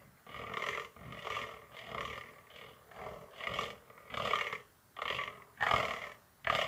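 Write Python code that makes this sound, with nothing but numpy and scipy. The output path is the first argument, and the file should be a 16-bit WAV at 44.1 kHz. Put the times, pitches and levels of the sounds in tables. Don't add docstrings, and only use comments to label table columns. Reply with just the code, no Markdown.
import sys
import numpy as np
from scipy import signal
from scipy.io import wavfile
from scipy.ndimage import uniform_filter1d

SR = 44100
rng = np.random.default_rng(int(sys.argv[2]) if len(sys.argv) > 2 else 0)


def inscribe(sig):
    pcm = np.round(np.clip(np.atleast_2d(sig).T, -1, 1) * 32767)
    wavfile.write(sys.argv[1], SR, pcm.astype(np.int16))


N = 294147

# start_s, peak_db (relative), brightness_db
HARD_SLAPS = [(0.265, -44.5, -1.5), (0.343, -34, -2.2), (0.437, -33, -3.4), (0.496, -28.5, -1.5),
              (0.537, -22.5, -0.4), (0.57, -19.5, 0.2), (0.621, -21.5, 0.5), (0.639, -24, 0.5),
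              (0.664, -17, 1.4), (0.687, -19, 1.5), (0.748, -27.5, -1), (0.774, -25, -2), (0.797, -26, 1.7),
              (0.847, -31.5, -0.5), (0.963, -41.5, -2), (1.123, -31.5, 0.5), (1.19, -34, 7),
              (1.223, -32, 0), (1.269, -27.5, -3.3), (1.301, -24, -1.8), (1.366, -26.5, -2),
              (1.438, -33.5, -2.3), (1.767, -39.5, 0.1), (1.789, -36, 2), (1.915, -29.5, 0.1),
              (1.946, -24.5, -0.6), (1.98, -21, 2.2), (2.007, -21, 2.5), (2.051, -28, 0.3),
              (2.177, -32, -1.1), (2.21, -35, 1), (2.383, -41.5, 0), (2.468, -44.5, 3), (2.56, -39.5, 0.7),
              (2.913, -41.5, -0.5), (3.063, -34.5, -2), (3.406, -33.5, -0.8), (3.437, -29, 0.5),
              (3.47, -24.5, 1), (3.538, -25, 0.8), (3.587, -24, -3), (3.61, -27, -2.3), (3.703, -30, 1),
              (3.9, -37.5, 0.7), (3.977, -35.5, 0.5), (4.101, -33.5, 1), (4.14, -23, -0.3),
              (4.171, -19.5, 0.3), (4.198, -23, -2.8), (4.273, -21.5, -0.2), (4.307, -21.5, -3),
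              (4.333, -20, -1.6), (4.355, -20, -0.5), (4.387, -22, -1.2), (4.41, -20, -0.3),
              (4.468, -24, 1.5), (4.526, -23.5, -0.6), (4.551, -31.5, 2), (4.966, -33, -0.2),
              (4.988, -27.5, -2), (5.018, -19, 0.6), (5.054, -23, -1.4), (5.079, -22, 2.5),
              (5.101, -20.5, -1.1), (5.125, -26, -2.3), (5.186, -31.5, -3), (5.236, -29, 2),
              (5.276, -29, -1), (5.42, -34.5, 2.5), (5.574, -51, -1), (5.607, -26, -1), (5.624, -17, 0.3),
              (5.634, -18, 3.5), (5.665, -14.5, -0.3), (5.685, -17.5, 2), (5.71, -13.5, -0.9),
              (5.736, -15.5, -2.9), (5.761, -16, 0.1), (5.8, -19.5, -1), (5.852, -21.5, 0.5),
              (5.936, -25, -0.8), (6.068, -35, -2.3), (6.117, -36.5, 3), (6.446, -35, 1.5),
              (6.47, -22, -0.9), (6.498, -17, -0.7), (6.55, -16.5, -0.4), (6.587, -27, -4.3)]


def gain_of(db):
    return 10 ** (np.asarray(db) / 20)


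def evened(x):
    return x / np.sqrt(np.mean(x ** 2) + 1e-20)


def read(points, hz):
    point_hz, value = np.transpose(points)
    return np.interp(np.log(hz + 1), np.log(point_hz + 1), value)


def resonate(x, hz, width):
    turn = np.exp(2j * np.pi * np.cumsum(hz) / SR)
    r = np.exp(-np.pi * width / SR)
    smoothed = signal.lfilter([np.sqrt(2 * (1 - r * r))], [1, -r], x * turn.conj())
    return (turn * smoothed).real


def within(x, edges_hz):
    return signal.sosfilt(signal.butter(2, edges_hz, "band", fs=SR, output="sos"), x)


def puffed(train, puff_s):
    return signal.lfilter([1], [1, -np.exp(-1 / (puff_s * SR))], train)


def bush():
    # (per Hz, relative)
    floor = [(15, -31), (25, 2), (53, -11), (84, 0.5), (292, -8), (516, -10), (1520, -9), (1890, -11.5),
             (2280, -20), (5270, -22), (6370, -23), (14700, -20), (16000, -10.5)]
    level_db = -61.5
    frames, hz = N // 256 + 5, np.fft.rfftfreq(1024, 1 / SR)
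    real, imaginary, patches = rng.standard_normal((frames, 513, 3)).T
    patches = uniform_filter1d(patches, 12, 0)
    patches = evened(uniform_filter1d(patches, 14, 1))
    spectrum = (real + 1j * imaginary) * gain_of(read(floor, hz)[:, None] + 1.5 * patches)
    noise = signal.istft(spectrum, nperseg=1024, noverlap=768)[1][:N]
    return gain_of(level_db) * evened(noise)


def trees(x):
    # pitch_hz, t60_s (time to fall by 60 dB)
    decay = [(100, 0.39), (500, 0.43), (1200, 0.28), (3000, 0.083), (8000, 0.4)]
    taps = np.zeros(SR)
    at = np.arange(400, SR - 40, 30) + rng.integers(0, 30, (SR - 441) // 30 + 1)
    taps[at] = rng.choice([-1., 1.], at.shape)
    hz, t, spectrum = signal.stft(taps, SR, nperseg=256)
    dying = spectrum * gain_of(-60 * t / read(decay, hz)[:, None])
    tail = signal.istft(dying, SR, nperseg=256)[1]
    return signal.fftconvolve(x, tail / np.linalg.norm(tail))[:N]


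def flutter(effort_db):
    slaps_per_s, wander_s, spread_db = 41, .002, 2
    breath_db, snap = -5, 0.16
    hard_s = np.r_[0, np.transpose(HARD_SLAPS)[0], N / SR]
    beats = np.r_[0, np.cumsum(np.maximum(np.round(np.diff(hard_s) * slaps_per_s), 1))]
    between = np.setdiff1d(np.arange(beats[-1]), beats)
    shifts, sizes = rng.standard_normal((400, 2))[between.astype(int)].T
    at_s = np.clip(np.interp(between, beats, hard_s) + wander_s * shifts, 0, (N - 1) / SR)
    train = np.zeros(N)
    train[(at_s * SR).astype(int)] = gain_of(spread_db * np.minimum(sizes, 1))
    puffs = gain_of(-18) * puffed(train, puff_s=0.015) * rng.standard_normal(N)
    slaps = evened(puffs - train)
    breath = gain_of(breath_db - snap * (np.clip(effort_db, -65, -35) + 43))
    mixed = slaps + breath * rng.standard_normal(N)
    return gain_of(effort_db) * mixed / np.hypot(1, breath)


def knocks(bright):
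    start_s, peak_db, brightness_db = np.transpose(HARD_SLAPS)
    train = np.zeros(N)
    train[(start_s * SR).astype(int)] = gain_of(peak_db + 5.5 + bright * brightness_db)
    return train


def folds(effort_db):
    soft = gain_of(-2.0) * flutter(effort_db)
    swirl = gain_of(-17.0) * rng.standard_normal(N)
    thud, crack = (puffed(slap, puff_s=0.0065) * swirl - slap for slap in (knocks(-2.2), knocks(0.32)))
    deep = soft + 0.58 * thud
    dull, sharp = soft + thud, soft + crack
    air = np.sqrt(puffed(sharp ** 2, puff_s=0.0074) / 260) * rng.standard_normal(N)
    return deep, dull, sharp, air


def wobble():
    knot_s = .03
    knots = np.arange(0, N / SR + knot_s, knot_s)
    return [np.interp(np.arange(N) / SR, knots, row) for row in rng.standard_normal((len(knots), 3)).T]


def buck():
    # start_s, effort_db, low_hz (moving resonance), then chest_db, mouth_db, rasp_db
    croaks = [
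        [(0.0, -64, 610, 2, 6, -5), (0.02, -62.5, 587, -2, -7, -14), (0.08, -87.5, 586, 25, 15, -9),
         (0.122, -85, 670, 21, -7, -1), (0.13, -75, 603, 9, -17, -19), (0.176, -86, 616.4, 0, 16, -8),
         (0.22, -85, 690, -7, -1, -12), (0.262, -91, 730, 6, 10, -6)],
        [(0.266, -57, 730, -2, -4.5, -9), (0.358, -50, 585, -1.5, 0, -5.5),
         (0.504, -44.5, 690, -6.5, -5.5, -16), (0.618, -45, 600, -17, -2.5, -8),
         (0.674, -38.5, 555, -11.5, -4.5, -12.5), (0.738, -50, 545, -10, 7, -3.5),
         (0.774, -40.5, 550, -19.5, -0.5, -9.5), (0.95, -78.5, 587, -1, -4, -2.5)],
        [(0.96, -62.5, 674, 3, -5.5, -17), (1.098, -57, 587, 9, -2, -9), (1.264, -46, 624, -17, -4.5, -6),
         (1.342, -47, 530, -8, 4.5, -3), (1.366, -40.5, 545, -15, -1.5, -5), (1.428, -47.5, 557, -7.5, 2, -5),
         (1.492, -49.5, 609, -14.5, -5.5, -9), (1.7, -65, 544, -1, -5, -19)],
        [(1.71, -59.5, 600, 0, -9, -13), (1.774, -54.5, 612, -14, 4, 1.5), (1.864, -56.5, 696, 3.5, 0.5, -1),
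         (1.978, -38.5, 590, -6.5, -11, -16.5), (2.08, -52, 534, -0.5, 2, -1), (2.186, -53, 560, -10.5, 3, -5),
         (2.24, -57, 530, -6, 2, -9), (2.498, -69.5, 634, -9, -3, -17)],
        [(2.502, -58.5, 614, -9, 3, 3), (2.526, -61, 625, -7, -9, -5), (2.58, -60.5, 607, -8, 7, 5.5),
         (2.614, -57.5, 550, -6, 1, -2), (2.698, -59.5, 565, -4, -4, -3.5), (2.73, -64, 548, 1, -6, -3),
         (2.844, -67.5, 617, -15, -14, -16), (2.905, -64.5, 736, -2, -8, -19)],
        [(2.91, -66, 690, -8, -2.5, -13), (2.946, -58.5, 707, -2, -3, -9), (3.002, -50, 699, -5.5, -7, -17),
         (3.048, -54, 670, -3, -3, -13), (3.058, -49.5, 631, 0.5, -6.5, -14.5),
         (3.238, -58.5, 590, -1, -11, -17), (3.246, -64, 600, -5, -6, -16), (3.3, -62, 620, -16, -12, -18)],
        [(3.31, -62, 600, -14, -13, -7), (3.386, -58, 628, -5, 1, 2), (3.432, -43.5, 651.5, -17, 3, -4.5),
         (3.488, -48, 604, 1, -2, -7.5), (3.62, -42, 572, -7.5, 0, 1), (3.81, -67.5, 590, 0, -7.5, -11.5),
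         (3.938, -62.5, 580, -10, -7.5, -22), (4.095, -62, 541, -9, 0, -13)],
        [(4.1, -54, 630, 1, 0, -10), (4.138, -48, 608, -6, -7, -7), (4.254, -38, 580, -4, -7, -3),
         (4.302, -36, 620, -18.5, 0, -4), (4.542, -49.5, 548, -11, 4.5, -8), (4.794, -102, 659, 4, -14, 3),
         (4.95, -94, 647, -6, -2, -9), (4.96, -65, 593, -16, -20, -28)],
        [(4.965, -62, 677, -22, -6, -5.5), (4.985, -54, 659, -17, -9.5, -10.5),
         (5.129, -40, 570, -11.5, 2.5, -1), (5.175, -55, 534.4, -1, 1, 6), (5.189, -43.5, 544, -11, 7.5, -1.5),
         (5.247, -51.5, 630.5, -11, 0, -3), (5.539, -67.5, 660, -4, -16, -29), (5.57, -72, 598, -4, 5, -6)],
        [(5.574, -64, 814, 8, 1, -6), (5.638, -33, 828, -16, -13, -14.5), (5.66, -35.5, 746, -9.5, -4, -13),
         (5.75, -33.5, 668.6, -7, -3.5, -9), (6.09, -52.5, 602.5, -11.5, 2, -8),
         (6.292, -87, 698, -4, -16, -11), (6.424, -86, 659, 1, -2, -7), (6.44, -75, 725, 3, -3, -14)],
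        [(6.444, -58, 667, 1, 10, 3), (6.46, -63, 664.4, -2, -10, -14), (6.468, -41.5, 660, -6, 1.5, -9.5),
         (6.564, -33, 634, -9, -6.5, -1.5), (6.574, -53, 642, -1, 11, 0.5), (6.592, -36, 617, -19, 2.5, 2),
         (6.652, -43, 588, -3, -5, -4), (6.67, -39, 620, -4, 2, -5)],
    ]
    # from_hz, to_hz (central throat resonance at start and end), low_db, moving_db,
    # pocket_db (at the start), fizz_db (over the rasp), tilt_db (chest resonances, per octave)
    colours = [(1090, 1200, 0, 2, -6, -2, -3), (1199, 1133, -1.5, -5, -7, -8.5, 2),
               (1196, 1156, -2, -3, -15, -8.5, 0), (1189, 1133, -1, -1, -4, -9, 1.5),
               (1201, 1146, 0.5, 0, -2, -11, -1), (1170, 1091, 1, 2.5, 2, -1, 3.5),
               (1169.6, 1203, -1, 0, -3, -9, 4), (1238, 1034, -4, -4, -6.5, -10, 5.5),
               (1184, 1046, -4, -5.5, -27, -12.5, -2), (1232, 1042, -8.5, -1, 10, -6, 5.5),
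               (1213, 1170, -7.5, -0.5, 4, -9, 2)]
    rest_hz = 1170
    chest_modes = [(85.6, 62, -5.5), (137, 80, -5), (201, 32, -8)]
    low_modes = [(447, 47.6, -0.81)]
    mid_modes = [(1111, 27, -12.5), (1195, 72, -1.5), (1327, 56, -6)]
    pocket_modes = [(1720, 270, 0.5)]
    mouth_modes = [(1928, 120, -4.5), (2145, 122, -0.5), (2365, 99, -6)]
    rasp_modes = [(2877, 70, -5.5), (3042, 77, -7), (3290, 380, -1), (3480, 63, -21)]
    fizz_modes = [(4270, 200, -7), (4875, 450, -5), (5940, 580, -8), (6620, 420, -7.5), (7300, 230, -6.5)]
    # low_hz, high_hz
    ranges = [(46, 210), (370, 499), (500, 960), (960, 1287), (1560, 1870), (1760, 2303), (2650, 3446),
              (3900, 7120), (8500, 14800)]

    t = np.arange(N) / SR
    s, *columns = np.concatenate(croaks).T
    effort_db, low_hz, chest_db, mouth_db, rasp_db = (np.interp(t, s, c) for c in columns)
    starts = np.array([croak[0][0] for croak in croaks])
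    which = np.maximum(np.searchsorted(starts, t, "right") - 1, 0)
    age = t - starts[which]
    length_s = np.diff(np.r_[starts, N / SR])[which]

    def fading(seconds):
        return np.exp(-(age / seconds) ** 2)

    from_hz, to_hz, low_db, moving_db, pocket_db, fizz_db, tilt_db = np.array(colours)[which].T
    centre_hz = from_hz + (to_hz - from_hz) * age / length_s
    pocket_db = pocket_db - 28.5 * (1 - fading(0.14))
    fizz_db = rasp_db + fizz_db - 4.5 * fading(0.41)
    early = fading(0.28)
    low_db = low_db - 2.5 * early
    moving_db = moving_db + 2 * (2 * early - 1)

    throat_sway, mouth_sway, lips_sway = wobble()
    centre_hz = centre_hz * (1 + .01 * throat_sway)
    front = 1 + .025 * mouth_sway
    lips_start_hz, lips_end_hz, lips_rise_s = 4460, 5700, 0.22
    lips_hz = lips_end_hz + (lips_start_hz - lips_end_hz) * fading(lips_rise_s)
    lips_hz = lips_hz * (1 + .07 * lips_sway * np.minimum(age / lips_rise_s, 1))

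    deep, dull, sharp, air = folds(effort_db)
    chest, low, moving, pocket, mouth, rasp, fizz = (gain_of(db) for db in (
        chest_db, low_db, moving_db, pocket_db, mouth_db, rasp_db, fizz_db))

    def ring(modes, drive, sway=1):
        return sum(gain_of(db) * resonate(drive, hz * sway * centre_hz / rest_hz, width)
                   for hz, width, db in modes)

    boom = 0
    for mode in chest_modes:
        octaves = np.log2(mode[0] / chest_modes[1][0])
        boom = boom + gain_of(tilt_db * octaves) * ring([mode], chest * deep)
    hiss = fizz * (.5 * sharp + 0.55 * air)
    lips = gain_of(-8) * resonate(hiss, lips_hz, width=250)
    spray = gain_of(-7) * fizz * air
    parts = (boom,
             ring(low_modes, low * deep),
             resonate(moving * deep, low_hz, width=88),
             ring(mid_modes, dull),
             ring(pocket_modes, pocket * dull),
             ring(mouth_modes, mouth * sharp, front),
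             ring(rasp_modes, rasp * sharp, 1 / front),
             ring(fizz_modes, hiss) + lips,
             spray)
    return sum(within(part, edges_hz) for part, edges_hz in zip(parts, ranges))


def scene():
    voice = buck()
    return (voice + gain_of(-8) * trees(voice) + bush())[None]


def record(dry):
    edge_hz = 15550
    cut = signal.lfilter(*signal.butter(2, 45, "high", fs=SR), dry)
    limit = signal.firwin(511, edge_hz, window=("kaiser", 9), fs=SR)
    return signal.oaconvolve(cut, limit[None], "same")


dry = scene()
out = record(dry)
inscribe(out)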